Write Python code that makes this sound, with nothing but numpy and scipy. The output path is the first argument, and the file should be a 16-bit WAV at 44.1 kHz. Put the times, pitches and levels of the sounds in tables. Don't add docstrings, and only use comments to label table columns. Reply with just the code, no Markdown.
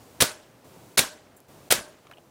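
import sys
import numpy as np
from scipy import signal
from scipy.fft import rfft, irfft, next_fast_len
from scipy.io import wavfile
from scipy.ndimage import uniform_filter1d, map_coordinates

SR = 44100
rng = np.random.default_rng(int(sys.argv[2]) if len(sys.argv) > 2 else 0)


def log_audio(samples):
    frames = np.atleast_2d(samples).T
    limited = np.clip(frames, -1, 1)
    pcm = np.round(limited * 32767).astype(np.int16)
    wavfile.write(sys.argv[1], SR, pcm)


def magnitude_from_level(level_db):
    exponent = np.asarray(level_db, float) / 20
    return 10 ** exponent


N = 101430


def unit(x):
    return x / np.sqrt(np.mean(x ** 2) + 1e-20)


def along(points, hz):
    f, value = np.transpose(points)
    return np.interp(np.log(hz + 1), np.log(f + 1), value)


def filtered(x, response):
    size = x.shape[-1]
    m = next_fast_len(size + 8192)
    spectrum = rfft(x, m) * response(np.fft.rfftfreq(m, 1 / SR))
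    return irfft(spectrum, m)[..., :size]


def noise(spectrum, size):
    return unit(filtered(rng.standard_normal(size), lambda hz: magnitude_from_level(along(spectrum, hz))))


def narrow(hz, width_hz, size):
    peak = lambda f: 1 / (1 + ((f - hz) / (width_hz / 2)) ** 2)
    return unit(filtered(rng.standard_normal(size), peak))


def fade(t, t60, rise_s):
    return magnitude_from_level(-60 * t / t60) * (1 - np.exp(-t / rise_s))


def ring(modes, t, rise_s, scatter_db):
    out = np.zeros(len(t))
    for hz, db, t60 in modes:
        level = magnitude_from_level(db + scatter_db * rng.normal())
        out += level * fade(t, t60, rise_s) * np.sin(2 * np.pi * hz * t)
    return out


def add(track, s, sound):
    part = track[round(s * SR):][:len(sound)]
    part += sound[:len(part)]


# (frequency [Hz], level [dB])
SPRING_SPECTRUM = [(60, -19.5), (300, -7), (2700, -6.5), (3800, -2), (6300, -8.5), (7400, -10.5),
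                   (9800, -12), (15500, -15.5)]


def spring(t):
    return magnitude_from_level(-15) * fade(t, t60=0.16, rise_s=0.0021) * noise(SPRING_SPECTRUM, size=len(t))


def muzzle_pop(t):
    u = t / .00006
    return magnitude_from_level(-2.5) * (u - 2) * u * np.exp(-u) * 2


def barrel_puff(t):
    return ring([(110, -26.5, 0.032)], t, rise_s=.002, scatter_db=1.5)


# (delay after the pop [s], level [dB])
CLINK_ARRIVALS = [
    (.0035, 0),
    (.0056, -6),
]
# (frequency [Hz], level [dB], t60 [s])
CYLINDER_MODES = [(9500, -1, .0045), (5900, -9, .004), (10500, -7, .0045), (8400, -9, .0045),
                  (14500, -14, .004)]


def piston_clinks(t):
    out = np.zeros(len(t))
    for delay, db in CLINK_ARRIVALS:
        add(out, delay, magnitude_from_level(db) * ring(CYLINDER_MODES, t, rise_s=.0002, scatter_db=1))
    return out


SPLIT_DELAYS = [.0127, .0139, .0154]
# (level [dB], t60 [s])
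SPLIT_BURSTS = [
    (3, .006),
    (-6, .012),
    (-7.5, 0.022),
]
# (frequency [Hz], level [dB])
PLASTIC_SPECTRUM = [(200, -25), (700, -11.5), (1900, -2), (4000, -2.5), (6100, -8), (8200, -0.5),
                    (12500, -9.5), (16000, -9)]


def plastic_cracks(t):
    out = np.zeros(len(t))
    for delay, (db, t60) in zip(SPLIT_DELAYS, SPLIT_BURSTS):
        add(out, delay, magnitude_from_level(db) * fade(t, t60, rise_s=.00005) * noise(PLASTIC_SPECTRUM, size=len(t)))
    snap = ring([(3666, -4, 0.0088)], t, rise_s=.00003, scatter_db=1)
    add(out, SPLIT_DELAYS[0], -snap)
    return out


# (frequency [Hz], level [dB], t60 [s])
BOOM_MODES = [(176, -0.5, 0.027), (124, -12, 0.044), (269, -5.5, 0.041)]


def box_boom(t):
    return -ring(BOOM_MODES, t, rise_s=0.0011, scatter_db=0.5)


# (frequency [Hz], level [dB], t60 [s])
BOX_MODES = [(506, 2.5, 0.019), (413, -4.5, 0.015), (676, -5, 0.029), (1300, -3.5, .015)]


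def box_thump(t):
    return magnitude_from_level(-11) * ring(BOX_MODES, t, rise_s=0.00045, scatter_db=1)


# (frequency [Hz], width [Hz], level [dB], t60 [s])
PANELS = [(607, 53, -40.5, 0.54), (1566, 240, -35.5, 0.34), (382.4, 230, -41, 0.23)]


def panel_buzz(t):
    out = np.zeros(len(t))
    for hz, width_hz, db, t60 in PANELS:
        out += magnitude_from_level(db) * fade(t, t60, rise_s=0.0057) * narrow(hz, width_hz, size=len(t))
    return out


def shot(gun_db, crack_db, thump_db, boom_db):
    t = np.arange(SR) / SR
    pop_s = .0058
    out = magnitude_from_level(gun_db) * (spring(t) + barrel_puff(t))
    add(out, pop_s, magnitude_from_level(gun_db) * (muzzle_pop(t) + piston_clinks(t)))
    add(out, pop_s, magnitude_from_level(crack_db) * plastic_cracks(t))
    add(out, pop_s + .0128, magnitude_from_level(boom_db) * box_boom(t))
    add(out, pop_s + .0146, magnitude_from_level(thump_db) * box_thump(t) + panel_buzz(t))
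    return out


# (frequency [Hz], t60 [s])
NEAR_DECAY = [(100, 0.28), (500, 0.63), (1500, 0.23), (4000, .27), (10000, .25), (16000, 0.067)]
# (frequency [Hz], t60 [s])
FAR_DECAY = [(300, 2.7), (2000, 1.3), (6000, .8), (14000, 0.33)]
# (frequency [Hz], level [dB])
ECHO_TINT = [(60, -11.5), (250, 0.5), (600, -8), (1500, 2), (4000, -1), (8000, -1), (12000, -5.5),
             (16000, -3)]


def yard(x):
    echo_db, far_db, fence_s = -7.5, -26, 0.0015
    lumps_db = 2.2
    hz, t, z = signal.stft(rng.standard_normal(len(x)), SR, nperseg=128)
    near = magnitude_from_level(-120 * t / along(NEAR_DECAY, hz)[:, None])
    far = magnitude_from_level(2 * far_db - 120 * t / along(FAR_DECAY, hz)[:, None])
    decay = near + far
    bang_power = np.abs(uniform_filter1d(x ** 2, size=64))
    power = np.interp(t - fence_s, np.arange(len(x)) / SR, bang_power)
    spread = signal.fftconvolve(decay / decay.sum(axis=1).mean(), power[None], axes=1)[:, :len(t)]
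    lumps = uniform_filter1d(rng.standard_normal(z.shape), size=4, axis=0)
    lumps = unit(uniform_filter1d(lumps, size=9, axis=1))
    tint_db = echo_db + along(ECHO_TINT, hz)[:, None] + lumps_db * lumps
    gain = magnitude_from_level(tint_db) * np.sqrt(np.abs(spread))
    return signal.istft(z * gain, SR, nperseg=128)[1]


# (pop time [s], gun level [dB], crack level [dB], thump level [dB], boom level [dB])
SHOT_EVENTS = [
    (0.209, 1.5, -4.5, -2.5, -10.5),
    (0.979, 1.5, -3.5, -9.5, -17),
    (1.71, 0.5, -4, -0.5, -26),
]


def gun():
    out = np.zeros(N)
    for s, *levels_db in SHOT_EVENTS:
        bang = shot(*levels_db)
        start = s - .0058
        add(out, start, bang)
        add(out, start, yard(bang))
    return out


# (time [s], level [dB], frequency [Hz], width as share of it, t60 [s])
SPLINTER_FALLS = [(2.0685, -47, 2800, .4, .025), (2.0700, -53, 5500, .6, .015),
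                  (2.0690, -50, 1300, .6, .03), (2.0970, -44, 900, .6, .02), (2.1125, -42, 2600, .8, .015),
                  (2.1130, -48, 4700, .4, .012), (2.1135, -41, 1400, .7, .035),
                  (2.1230, -41, 1700, .6, .02), (2.1340, -47, 2900, .25, .035),
                  (2.1710, -52, 2900, .25, .04), (2.1720, -53, 650, .6, .08), (2.1830, -51, 2900, .25, .02),
                  (2.1830, -47, 700, .4, .03), (2.1000, -50, 650, .3, .15)]


def splinters():
    out, t = np.zeros(N), np.arange(SR // 8) / SR
    for s, db, hz, share, t60 in SPLINTER_FALLS:
        knock = narrow(hz, share * hz, size=len(t)) * fade(t, t60, rise_s=.0004)
        tick = magnitude_from_level(-13) * fade(t, 0.013, rise_s=.0001) * rng.standard_normal(len(t))
        add(out, s, magnitude_from_level(db) * (knock + tick))
    return out


# (frequency [Hz], level [dB], t60 [s])
JINGLE_MODES = [(7400, 0, .08), (9700, 0, .07), (10600, -4, .05), (12600, -3, .06), (15200, -3, .04),
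                (8800, -8, .09)]
# (frequency [Hz], level [dB], t60 [s])
TICK_MODES = [(11000, 0, .0012), (14500, -2, .001), (7500, -6, .001), (9000, -18, .02), (12500, -20, .03)]


def spent_pellet():
    out, t = np.zeros(N), np.arange(SR // 8) / SR
    fizz = noise([(4500, -30), (7000, -1), (16000, -3)], size=len(t))
    fizz = magnitude_from_level(3) * fade(t, .08, rise_s=.0008) * fizz
    jingle = ring(JINGLE_MODES, t, rise_s=.0015, scatter_db=1)
    add(out, 1.3648, magnitude_from_level(-54) * (jingle + fizz))
    add(out, 1.4035, magnitude_from_level(-37) * ring(TICK_MODES, t, rise_s=.00002, scatter_db=0))
    return out


# (start [s], end [s], gain [dB])
GAIN_DIPS = [
    (0.214, 0.643, -4.5),
    (1.005, 1.483, -6),
    (1.703, 2.4, -5.5),
]


def camera_gain_db():
    t, gain_db = np.arange(N) / SR, np.zeros(N)
    for start, end, db in GAIN_DIPS:
        gain_db[(t > start) & (t < end)] = db
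    return uniform_filter1d(gain_db, size=90)


# (frequency [Hz], level per Hz [dB])
MURMUR_SPECTRUM = [(25, -16.5), (60, -6.5), (125, 1.5), (200, -4), (270, -2.5), (620, -5), (1000, -9.5),
                   (1800, -17.5)]


def murmur(gain_db):
    sway = map_coordinates(rng.standard_normal(40), [np.arange(N) * 12 / SR])
    low = filtered(noise(MURMUR_SPECTRUM, size=N), lambda hz: 1 / (1 + (hz / 2560) ** 2))
    return magnitude_from_level(-49 + 0.76 * sway + gain_db) * low


# (frequency [Hz], level per Hz [dB])
HISS_SPECTRUM = [(500, 0), (3000, -0.5), (8000, -0.5), (12000, -3.5), (15300, -5), (16000, -6.5)]


def electronics(gain_db):
    hiss = magnitude_from_level(-59) * noise(HISS_SPECTRUM, size=N)
    whine_hz, width_hz = 15100, 200
    band = lambda hz: np.exp(-((hz - whine_hz) / width_hz) ** 2)
    whine = magnitude_from_level(-74) * unit(filtered(rng.standard_normal(N), band))
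    return magnitude_from_level(1.45 * gain_db) * (hiss + whine)


def scene():
    gain_db = camera_gain_db()
    return (gun() + splinters() + spent_pellet() + murmur(gain_db) + electronics(gain_db))[None]


# (start [s], end [s])
SILENCES = [
    (0.964, 0.970),
    (1.6925, 1.700),
]


def gate():
    t = np.arange(N) / SR
    closed = np.any([(t > a) & (t < b) for a, b in SILENCES], axis=0)
    return uniform_filter1d(1. * ~closed, size=40)


def below(hz, top_hz):
    return .5 - .5 * np.tanh((hz - top_hz) / 60 / 2)


def top_cut(x):
    return signal.sosfilt(signal.butter(12, 16820, fs=SR, output="sos"), x)


def record(dry):
    opened = gate()
    bass_hz, clip_top, clip_hard = 55, 1.05, 6
    x = filtered(dry, lambda hz: below(hz, 15900) * 1j * hz / (bass_hz + 1j * hz)) * opened
    x = x / (1 + np.abs(x / clip_top) ** clip_hard) ** (1 / clip_hard)
    x = filtered(x, lambda hz: below(hz, 16600)) * opened
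    return top_cut(x)


dry = scene()
out = record(dry)
log_audio(out)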